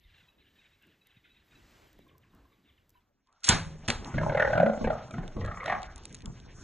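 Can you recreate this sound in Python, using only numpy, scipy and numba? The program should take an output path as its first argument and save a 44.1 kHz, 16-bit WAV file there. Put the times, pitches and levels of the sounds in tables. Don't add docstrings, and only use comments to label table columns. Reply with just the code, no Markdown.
import sys
import numpy as np
from scipy import signal
from scipy.fft import rfft, irfft
from scipy.io import wavfile
from scipy.ndimage import uniform_filter1d
from numba import njit

SR = 44100
rng = np.random.default_rng(int(sys.argv[2]) if len(sys.argv) > 2 else 0)


def level_to_linear(level):
    exponent = np.asarray(level, float) / 20
    return 10 ** exponent


def generate_wav(sig):
    pcm = np.round(np.clip(np.atleast_2d(sig).T, -1, 1) * 32767).astype(np.int16)
    wavfile.write(sys.argv[1], SR, pcm)


N = 292383
T = np.arange(N) / SR
F = np.fft.rfftfreq(N, 1 / SR)
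CUT_S = 3.0

# [t/s, level/dB]
BREEZE = [(0, -93), (.2, -81), (.38, -91), (.6, -82.5), (.8, -87.5), (1.42, -87.5), (1.55, -77.5),
          (1.8, -74), (2.0, -84), (2.18, -89), (2.37, -85.5), (3.0, -91)]
# [f/Hz, density/dB]
LEAF_COLOUR = [(300, 3.5), (700, 2), (2000, 3), (5000, -5), (8000, -8.5), (10000, -17), (12000, -37)]
# [f/Hz, density/dB]
TOP_AIR_COLOUR = [(9000, -18), (10500, -7.5), (11200, 0.5), (16300, -3.0)]
# [start t/s, level/dB, hold/s]
BUFFETS = [
    (.1, -69, 0.094),
    (1.5, -62, 0.32),
    (1.9, -58, 0.02),
    (2.3, -61.5, 0.053),
]
# [f/Hz, density/dB]
BUFFET_COLOUR = [(12, -36), (20, -8.5), (75, -1.5), (229, -11.5), (306, -10), (619, -22), (1700, -27),
                 (3300, -110)]
# [start t/s, level/dB, hold/s]
CHATTER = [(0, -63.5, 0.22), (.38, -66, 0.085), (.55, -61.5, 0.1), (.72, -67.5, 0.015), (.81, -64, 0.08),
           (1.04, -67, 0.14), (1.24, -65.5, 0.14), (1.5, -69.5, 0.52), (1.98, -68, 0.035),
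           (2.21, -74, 0.55), (2.92, -72, 0.052)]
# [f/Hz, density/dB]
FAR_FLOCK_COLOUR = [(1400, -18), (1800, 7), (4000, 8), (4300, -2), (5300, -8), (5900, -27)]
# [t/s, peak level/dB, f/Hz, t60/s]
BUMPS = [(0.046, -48.5, 64, 0.2), (0.225, -59, 248, 0.083), (0.872, -47, 312, 0.019),
         (1.168, -46.5, 206, 0.048), (1.991, -46, 342, 0.028), (1.991, -46, 800, 0.022),
         (3.755, -46, 570, .05), (3.83, -41, 229, 0.076), (4.06, -46, 199, .1), (4.094, -36.5, 211, 0.082),
         (5.181, -30.5, 38.2, 0.68), (5.367, -2.5, 311, 0.0073), (5.861, -38, 49.3, 0.12),
         (6.265, -27, 78.9, 0.12)]
# [t/s, peak level/dB, f/Hz]
FOWL = [(.05, -81, 3500), (.09, -71, 1920), (.13, -64, 1910), (.229, -63, 3580), (.4, -70, 3300),
        (.469, -66, 3450), (.557, -68, 2000), (.631, -60, 2150), (.815, -61, 2130), (.83, -75, 3100),
        (.875, -69, 2300), (1.105, -62, 3240), (1.138, -65, 2350), (1.235, -53, 2100), (1.24, -62, 3320),
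        (1.289, -66, 3380), (1.347, -64.5, 2520), (1.413, -58, 3420), (1.515, -56, 1900),
        (2.082, -59, 3400), (2.221, -60, 2230), (2.688, -58.5, 3330), (2.768, -63, 3240)]
# [t/s, peak level/dB, f/Hz]
CLUCKS = [(0.054, -70, 2610), (0.152, -59.5, 2590), (0.185, -66, 2690), (0.284, -64, 2610),
          (0.384, -71, 2580), (0.404, -62, 2650), (0.5897, -61, 2530), (0.655, -60.5, 2520),
          (0.735, -59, 2600), (0.84, -68, 2640), (1.0146, -63.5, 2620), (1.105, -65.5, 2650),
          (1.1668, -65, 2535), (1.301, -62.5, 2620), (1.319, -65.5, 2590), (1.3656, -62, 2550),
          (1.4857, -62, 2500), (1.515, -62, 2520), (1.556, -59, 2630)]
# [t/s, peak level/dB]
CALM_TICKS = [(0.8244, -62), (0.8694, -64), (1.07, -55), (1.7094, -65), (1.93, -59), (1.9894, -64),
              (2.08, -66), (2.181, -56.5), (2.3494, -60), (2.894, -56.5), (2.9034, -58.5)]
# [t/s, peak level/dB, f/Hz]
DOVE = [(2.0582, -54, 1110), (2.108, -60, 1150), (2.148, -58, 1056), (2.246, -55, 1107),
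        (2.3352, -55.5, 1060), (2.445, -58, 1110), (2.52, -60, 1135), (2.6933, -61.5, 1160),
        (2.76, -58, 1080), (2.86, -62, 1085), (2.952, -61.5, 1000), (3.426, -48, 1385), (3.3997, -59, 1130)]
# [t/s, level/dB]
SCUFFLE = [(3.0, -85), (3.24, -81.5), (3.28, -79.5), (3.46, -71), (3.85, -57), (4.3, -42), (4.8, -55),
           (5.05, -53.5), (5.35, -62), (5.75, -50), (6.04, -60), (6.25, -62), (6.43, -59.5), (6.63, -58.5)]
# [f/Hz, density/dB]
SAND_COLOUR = [(120, -5.5), (250, 4), (700, 9), (1500, 3), (3000, -30), (5000, -57.5)]
# [f/Hz, density/dB]
DUST_COLOUR = [(1500, 6.5), (3000, 2.5), (4500, 0), (6000, 4), (8000, -7), (9900, -15)]
# [start t/s, level/dB, hold/s]
STAMPS = [(3.495, -31.5, .03), (3.7, -45.5, 0.038), (3.9, -43, .16), (4.13, -32.5, 0.17), (4.46, -40, 0.18),
          (4.81, -31, 0.044), (5.13, -37.5, 0.027), (5.35, -39, .12), (5.68, -63.5, 0.021),
          (6.0, -50, 0.12), (6.23, -41, 0.077), (6.5, -53.5, .1)]
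# [f/Hz, density/dB]
GROUND_COLOUR = [(11, -51), (18, -3.5), (38, -1.5), (133, -7.5), (264, -16), (490, -25.5), (650, -41),
                 (1100, -120)]
# [t/s, level/dB, f/Hz]
WHISTLE = [(3.26, -89, 1050), (3.29, -70, 1070), (3.315, -73, 1110), (3.33, -70, 1280), (3.355, -75, 1330),
           (3.385, -79, 1400)]
# [t/s, peak level/dB, dull side level/dB]
GRIT = [(3.327, -60.5, -25), (3.406, -63, -12), (4.0468, -55.5, 16), (5.0652, -68.5, -15), (5.11, -46.5, 2),
        (5.2787, -56, 14.5), (5.45, -59, 17), (5.66, -47, 14), (5.8194, -58, 12), (5.8308, -70, 33),
        (5.9598, -41, -34), (5.9796, -41.5, -16), (6.0364, -54, 6), (6.0544, -31.5, -7.5), (6.095, -59, 3),
        (6.1268, -41, -19), (6.1455, -32, -22), (6.1499, -37, -15), (6.1674, -50, 0), (6.206, -62, 14.5),
        (6.2207, -59.5, 17.5), (6.258, -38.5, -0.5), (6.401, -66, 17), (3.272, -78, 11), (5.462, -55, 11),
        (5.642, -58, 12), (6.08, -64, 3), (6.188, -60, 7)]
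# [t/s, crack level/dB, crack f/Hz, thud level/dB, tail level/dB]
BLOWS = [
    (3.4337, -34, 4030, -76, -61.5),
    (3.4417, -19, 4700, -68.5, -57.5),
    (3.4476, -22, 6170, -56, -52),
    (3.482, -18.5, 1300, -71, -70),
    (3.4884, 0, 6970, -21.5, -22.5),
    (3.8783, -21, 5100, -22, -37),
    (3.883, -12, 2700, -57.5, -61.5),
    (3.901, -8, 2340, -46.5, -41),
]
# [f/Hz, level/dB, t60/s]
BOW_MODES = [(92.6, -13.5, 0.52), (172.5, -4.5, 0.45), (156.3, -7, 1.0), (547, -23.5, 1), (1476, 0.5, 0.2),
             (3500, 2.5, 0.071), (7420, 16, .035)]
# [f/Hz, level/dB, t60/s]
HIDE_MODES = [(87.4, -12.5, 0.97), (170, -21, 0.27), (402, -12.5, 0.21), (830, -5.5, 0.4),
              (1510, -0.5, 0.34), (2825, -5.5, 0.032), (4060, 0.5, 0.27), (6500, -13, 0.4),
              (8600, -34, .35)]
# [t/s, level/dB]
SHAFT = [
    (3.45, -41),
    (3.466, -37.5),
    (3.472, -28.5),
    (3.487, -38),
    (3.49, -41),
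]
# [t/s, rate/Hz]
FLAP_RATE = [
    [(4.14, 25.5), (4.2, 27.9), (4.222, 57.7), (4.25, 23.6), (4.29, 36.6), (4.39, 40.9), (4.51, 35.3),
     (4.57, 46.8), (4.62, 32.2), (4.772, 23.1)],
    [(4.809, 29.9), (4.883, 34.7), (4.955, 38.3)],
    [(5.106, 35.1), (5.177, 19.8), (5.249, 21.0), (5.32, 23.3)],
    [(5.365, 18.3), (5.43, 31.4), (5.5, 27.6), (5.56, 36.8), (5.61, 31.4), (5.67, 50.0), (5.75, 32.9),
     (5.83, 33.9)],
]
# [t/s, effort level/dB, throat f/Hz, mouth opening/dB, chest f/Hz]
EFFORT = [
    [(4.15, -42.5, 593, -1, 128.8), (4.185, -34.5, 590, 5.5, 128.5), (4.245, -32.5, 636, -9.5, 189.5),
     (4.31, -33, 562, -8, 135.4), (4.41, -28, 570, 2, 115.4), (4.485, -32.5, 562, -5.5, 101.2),
     (4.55, -24, 620, -8, 120.5), (4.64, -25.5, 564, -9, 217), (4.79, -45.5, 555, -6.5, 219.6)],
    [(4.82, -34.5, 587, -13, 226.8), (4.86, -30.5, 443, -3.5, 216.1), (4.91, -33.5, 666, -5, 181.4),
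     (5.03, -83, 670, 19, 170)],
    [(5.11, -54.5, 597, 6.5, 128.3), (5.2, -44, 705, -5.5, 162.8), (5.33, -59.5, 484, -1.5, 110.8)],
    [(5.375, -41, 452, -11.5, 208.3), (5.44, -44, 547, -2.5, 189), (5.49, -48, 720, 6.5, 145.8),
     (5.59, -58.5, 500, 11, 136), (5.66, -42, 584, 4, 114.6), (5.68, -28.5, 710, -2, 148),
     (5.735, -33, 715, -0.5, 155), (5.79, -55, 750, 1.5, 168), (5.96, -76.5, 660, 11, 137)],
]
# [t/s, cheek f/Hz, cheek level/dB, mouth f/Hz, nose f/Hz]
MOUTH_SHAPE = [
    [(4.145, 893, -18.5, 1434, 1984), (4.18, 920, -10.5, 1685, 1920), (4.213, 961, -11, 1390, 1800),
     (4.235, 1040, -3.5, 1390, 2300), (4.265, 830, -1, 1460, 1890), (4.3, 860, -7, 1494, 2020),
     (4.4, 714, -5.5, 1440, 1845), (4.48, 836, -6, 1510, 1760), (4.555, 716, -14, 1510, 2023),
     (4.735, 670, 0, 1360, 2045)],
    [(4.81, 788, -17, 1166, 2120), (4.845, 875, -5, 1690, 2284), (4.875, 728, -1.5, 1390, 1980),
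     (4.93, 815, -5.5, 1330, 1540)],
    [(5.11, 894, -16, 1337, 2190), (5.18, 1030, -7, 1436, 1760), (5.3, 883, -26.5, 1410, 2280)],
    [(5.37, 980, -12, 1170, 1900), (5.44, 760, -11.5, 1310, 1590), (5.515, 765, -2.5, 1270, 1930),
     (5.6, 895, -12, 1240, 2040), (5.635, 862, -9, 1160, 1660), (5.675, 1040, -22.5, 1750, 2030),
     (5.705, 1202, 0.5, 1710, 2010), (5.8, 1164, -7, 1410, 1940)],
]
# [share of breath/0-1, leak between flaps/0-1, chest level/dB, rasp level/dB]
BREATH = [
    (.3, 0.03, -35, -9.5),
    (.4, 0.09, -36, -4.5),
    (.6, 0.16, -37.5, 0),
    (.75, 0.5, -42.5, -7.5),
]
# [f/Hz, width/Hz, level/dB]
RASP = [(1150, 500, -16), (1750, 900, -12), (2600, 700, -24), (3400, 700, -37), (6600, 1500, -40)]
# [f/Hz at full speed, phase/rad]
PORT_PHASE = [(0, 0.0), (1200, 0.23), (2200, -0.06), (3400, -0.63), (4600, -0.52), (5800, 0.57),
              (6800, 0.03), (7800, 0.74), (8600, 1.23), (9600, 2.98), (10400, 3.29), (13600, 6.33),
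              (16600, 9.32), (19600, 13.44)]
# [f/Hz at full speed, likeness/0-1]
PORT_LIKE = [(60, .99), (200, .96), (550, .7), (1300, .62), (2000, .95), (10000, .998), (13000, .85),
             (16600, .995)]


def curve(rows, col):
    rows = np.array(rows)
    return np.interp(T, rows[:, 0], rows[:, col])


def level(x):
    return x / np.sqrt(np.mean(x ** 2))


@njit
def svf(x, hz, width):
    y, b, l = np.empty(len(x)), 0., 0.
    for i in range(len(x)):
        g, k = np.tan(np.pi * hz[i] / SR), width / hz[i]
        v = (b + g * (x[i] - l)) / (1 + g * (g + k))
        b, l, y[i] = 2 * v - b, l + 2 * g * v, k * v
    return y


def band(x, hz, width_hz):
    return svf(x, np.ones(len(x)) * hz, 1. * width_hz)


def walk(rate):
    k = int(SR / rate)
    steps = np.repeat(rng.standard_normal(N // k + 1), k)
    return 2.3 * uniform_filter1d(uniform_filter1d(steps, k), k)[:N]


def air(colour, flicker_db, rate):
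    hz, db = np.transpose(colour)
    octave = np.log2(F + 1)
    spectrum = rfft(rng.standard_normal(N)) * level_to_linear(np.interp(octave, np.log2(hz), db, -90, -90))
    total = np.zeros(N)
    for centre in np.arange(np.floor(np.log2(hz[0])), np.log2(hz[-1]) + 1):
        part = irfft(spectrum * np.clip(1 - abs(octave - centre), 0, 1), N)
        total += level_to_linear(flicker_db * walk(rate)) * part
    return level(total)


def bursts(rows, attack_s, release_s):
    power = 0
    for s, db, hold in rows:
        t = T - s
        dying = np.exp(-np.clip(t - attack_s - hold, 0, None) / release_s)
        power = power + (level_to_linear(db) * np.clip(t / attack_s, 0, 1) * dying) ** 2
    return np.sqrt(power)


def add(track, s, sound):
    i = int(s * SR)
    track[i:i + len(sound)] += sound[:N - i]


def fall(t, t60):
    return level_to_linear(-60 * t / max(t60, .002))


def bird_notes(rows, length_s, partner, partner_db, rough):
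    out, u = np.zeros(N), np.linspace(0, 1, int(length_s * SR))
    for s, db, hz, glide in rows:
        pitch = hz * np.clip(glide, 2 / 3, 1) ** (2 * u ** 2 - .3)
        phase = 2 * np.pi * np.cumsum(pitch) / SR
        ratio = partner if hz * partner < 4220 else 1 / partner
        tone = np.sin(phase) + level_to_linear(partner_db) * np.sin(ratio * phase)
        add(out, s - .005, level_to_linear(db - 10.5) * np.sin(np.pi * u) * tone)
    out = out * (1 + rough * walk(150))
    t = T[:SR // 5]
    echo = rng.standard_normal(len(t)) * fall(t, 0.24)
    return out + level_to_linear(-32) * signal.fftconvolve(out, echo)[:N]


def breeze():
    gust = curve(BREEZE, 1)
    leaves = level_to_linear(gust + 9.5) * air(LEAF_COLOUR, 0.22, 3.9)
    return leaves + level_to_linear(0.59 * gust - 34.5) * air(TOP_AIR_COLOUR, 1.4, 29.97)


def buffets():
    return np.hypot(level_to_linear(-71.0), bursts(BUFFETS, 0.048, 0.13)) * air(BUFFET_COLOUR, 2.05, 12)


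def flock():
    chance = rng.random((260, 3))
    rows = [(0.013 + CUT_S * a, 0, 1900 + 2100 * b, 0.72 + 0.27 * c) for a, b, c in chance]
    chirps = level(bird_notes(rows, 0.032, 1.7, -3.1, 0.2))
    blur = air(FAR_FLOCK_COLOUR, 1.2, 21.9)
    gain = np.hypot(level_to_linear(-99), bursts(CHATTER, 0.0094, 0.085))
    return gain * (level_to_linear(-9.5) * chirps + level_to_linear(-13) * blur)


def bumps():
    out, t = np.zeros(N), T[:SR // 3]
    for s, db, hz, t60 in BUMPS:
        sinking = 1 - .5 * np.tanh(3 * t / t60)
        knock = np.sin(2 * np.pi * hz * t * sinking) * fall(t, t60)
        add(out, s, level_to_linear(db) * knock * np.clip(t * hz, 0, 1))
    return out


def fowl():
    glides = rng.uniform(.62, .74, len(FOWL))
    calls = bird_notes(np.c_[FOWL, glides], 0.035, 1.5, -2.8, .4)
    clucks = bird_notes([(*row, .97) for row in CLUCKS], 0.017, 1.5, 0.12, 0.36)
    return calls + level_to_linear(4.5) * clucks


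def ticks(rows, hz, t60):
    out, t = np.zeros(N), T[:SR // 20]
    for s, db, dull_db in rows:
        noise = rng.standard_normal(len(t))
        click = level(band(noise, hz, 1.0 * hz)) + level_to_linear(dull_db) * level(band(noise, .5 * hz, 0.24 * hz))
        add(out, s, level_to_linear(db) * click * fall(t, t60))
    return out


def dove():
    return level_to_linear(-0.5) * bird_notes([(*row, .96) for row in DOVE], 0.024, 1.5, -12.5, 0.71)


def hooves():
    scuffle = curve(SCUFFLE, 1)
    shaking = np.hypot(level_to_linear(np.clip(1.9 * scuffle + 62, -79, -51)), bursts(STAMPS, 0.0086, 0.078))
    ground = shaking * air(GROUND_COLOUR, 2.4, 9.2)
    sand = level_to_linear(scuffle) * air(SAND_COLOUR, 3.5, 25)
    extra_drop_db = 1.0 * np.minimum(scuffle + 69, 0)
    dust = level_to_linear(0.56 * scuffle - 29.5 + extra_drop_db) * air(DUST_COLOUR, 3.0, 40)
    return ground + sand + dust


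def whistle():
    breath = level(band(rng.standard_normal(N), curve(WHISTLE, 2), 60))
    sounding = (T > WHISTLE[0][0]) * (T < WHISTLE[-1][0])
    return level_to_linear(curve(WHISTLE, 1) + 1.5 * walk(85.0)) * breath * sounding


def bow():
    out, t = np.zeros(N), T[:SR]
    for s, crack_db, hz, thud_db, tail_db in BLOWS:
        t60 = 0.034 if s < 3.7 else 0.018
        crack = level(band(rng.standard_normal(SR), hz, hz)) * fall(t, t60) * np.clip(t / 0.002, 0, 1)
        thud = level(band(rng.standard_normal(SR), 120.0, 190)) * fall(t, 0.19) * np.clip(t / 0.011, 0, 1)
        tail = np.zeros(SR)
        for f, db, d in HIDE_MODES:
            tail += level_to_linear(db) * level(band(rng.standard_normal(SR), f, 0.48 * f)) * fall(t, d)
        tail *= np.clip(t / 0.0065, 0, 1)
        add(out, s, level_to_linear(crack_db - 4.5) * crack + level_to_linear(thud_db) * thud + level_to_linear(tail_db) * tail)
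    release_s = BLOWS[4][0]
    push = rng.standard_normal(SR // 50) * fall(T[:SR // 50], 0.022)
    string = sum(level_to_linear(db) * np.sin(2 * np.pi * hz * t) * fall(t, d) for hz, db, d in BOW_MODES[4:])
    add(out, release_s, level_to_linear(-43) * signal.fftconvolve(string, push))
    limbs = np.zeros(SR)
    for hz, db, d in BOW_MODES[:4]:
        limbs += level_to_linear(db + 1.6 * walk(37)[:SR]) * np.sin(2 * np.pi * hz * t) * fall(t, d)
    add(out, release_s, level_to_linear(-24) * limbs * np.clip(t / 0.016, 0, 1))
    sliding = (T > SHAFT[0][0]) * (T < SHAFT[-1][0])
    return out + level_to_linear(curve(SHAFT, 1)) * sliding * level(band(rng.standard_normal(N), 4600, 7000))


def cavity(x, hz, first_hz, second_hz):
    return level(band(band(x, hz, first_hz), hz, second_hz))


def growl():
    rise_s, fall_s, knock_s = 0.0037, 0.0063, 0.000632
    swell_s = .009
    out = np.zeros(N)
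    for flap, rows, shape, (share, leak, chest_db, rasp_db) in zip(FLAP_RATE, EFFORT, MOUTH_SHAPE, BREATH):
        i, j = int(flap[0][0] * SR), int(rows[-1][0] * SR)
        cycle = (np.cumsum(curve(flap, 1)[i:j]) / SR).astype(int)
        start = np.searchsorted(cycle, cycle)
        since = (np.arange(j - i) - start) / SR
        effort_db, throat, opening, chest = (curve(rows, c)[i:j] for c in range(1, 5))
        cheek, cheek_db, mouth, nose = (curve(shape, c)[i:j][start] for c in range(1, 5))
        chance = rng.standard_normal((60, 6))[cycle].T

        share = np.clip(share, 0, 1)
        leak = leak * (1 + share ** 2 * level_to_linear(effort_db + 25.5))
        share = np.clip(share * (1 + leak), 0, 1)
        knock = np.exp(-(since / knock_s - 2) ** 2) * np.cos(np.pi * since / knock_s)
        knock = level(knock + 0.2 * (since < knock_s))
        breath = rng.standard_normal(j - i)
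        opened = (1 - np.exp(-since / rise_s)) * np.exp(-since / fall_s)
        puff = level((opened + 0.17 * leak) * breath) * level_to_linear(2.15 * chance[5])
        drive = (1 - share) * knock + share * puff
        mouth_drive = .3 * knock + puff

        chest_db = chest_db + 31.5 - (1 - 0.41) * (effort_db + 37.5) + 7 * np.log2(chest / 150)
        chest_db = chest_db + 4 * uniform_filter1d(chance[2], 300)
        hum = np.clip((chest - 175) / (205 - 175), 0, 1) * np.sin(2 * np.pi * np.cumsum(chest) / SR)
        chest = chest * (1 + .1 * uniform_filter1d(chance[4], 300))

        sag = 1 + .05 * (.7 - np.tanh(since / swell_s))
        throat = throat[start] * (1 + .03 * chance[2])
        mouth = mouth * (1 + .04 * chance[0]) * sag
        nose = nose * (1 + .06 * chance[1]) * sag
        mouth_db = -2.5 + opening + 1.3 * chance[3]
        nose_db = -7.5 + 1.3 * opening + 3.5 * chance[4]

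        swell = np.sin(np.pi * np.clip(since / swell_s, 0, 1)) ** 2
        flutter = level(np.sin(2 * np.pi * throat * since) * swell) * level_to_linear(3.2 * chance[0])
        fluttering = level(band(flutter, throat, 110))
        voice = level((1 - share) * fluttering + share * cavity(puff, throat, 230, 110))
        voice += level_to_linear(cheek_db) * cavity(mouth_drive, cheek, 240, 120)
        voice += level_to_linear(mouth_db) * cavity(mouth_drive, mouth, 380, 180)
        voice += level_to_linear(nose_db) * cavity(mouth_drive, nose, 420, 220)
        voice += level_to_linear(chest_db) * (cavity(drive, chest, 100, 50) + level_to_linear(3) * hum)
        stream = puff + 1.7 * leak * breath
        wobble = 1 + 0.08 * chance[3]
        rasp = sum(level_to_linear(db) * cavity(stream, hz * wobble, 2 * w, w) for hz, w, db in RASP)
        voice += rasp * level_to_linear(.5 * opening + rasp_db + 2.0 * chance[1])
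        ending = np.clip((j - i - np.arange(j - i)) / 600, 0, 1)
        out[i:j] += voice * level_to_linear(effort_db) * ending
    t = T[:SR // 2]
    wash = band(rng.standard_normal(len(t)), 606, 1100) * fall(t, 0.39) * (t > .012)
    return out + level_to_linear(-33) * signal.fftconvolve(out, wash)[:N]


def ports(x, speed, top_hz):
    hz = F / speed
    turn = np.exp(.5j * np.interp(hz, *np.transpose(PORT_PHASE)))
    like = np.clip(np.interp(hz, *np.transpose(PORT_LIKE)), 0, 1)
    scatter = 1j * rfft(x * level(walk(30))) * np.array([[1], [-1]])
    heard = np.sqrt((1 + like) / 2) * rfft(x) + np.sqrt((1 - like) / 2) * scatter
    both = np.array([1 / turn, turn]) * heard
    return irfft(both / (1 + (F / top_hz) ** 60), N)


def scene():
    calm = breeze() + buffets() + flock() + fowl()
    calm += ticks([(*row, -12) for row in CALM_TICKS], 13000, 0.012)
    throughout = bumps() + dove()
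    shot = hooves() + whistle() + ticks(GRIT, 7340, .011) + bow() + growl()
    shot = 1.1 * np.tanh(shot / 1.1)
    calm *= np.exp(-np.clip(T - CUT_S, 0, None) / 0.095)
    full_speed = ports(calm + throughout * (T < CUT_S), 0.97, 15700)
    half_speed = ports((shot + throughout) * (T >= CUT_S), 0.4966, 9340)
    return full_speed + half_speed


def low_pass(x):
    return signal.sosfilt(signal.butter(12, 15750, fs=SR, output="sos"), x)


def record(dry):
    return low_pass(dry)


dry = scene()
out = record(dry)
generate_wav(out)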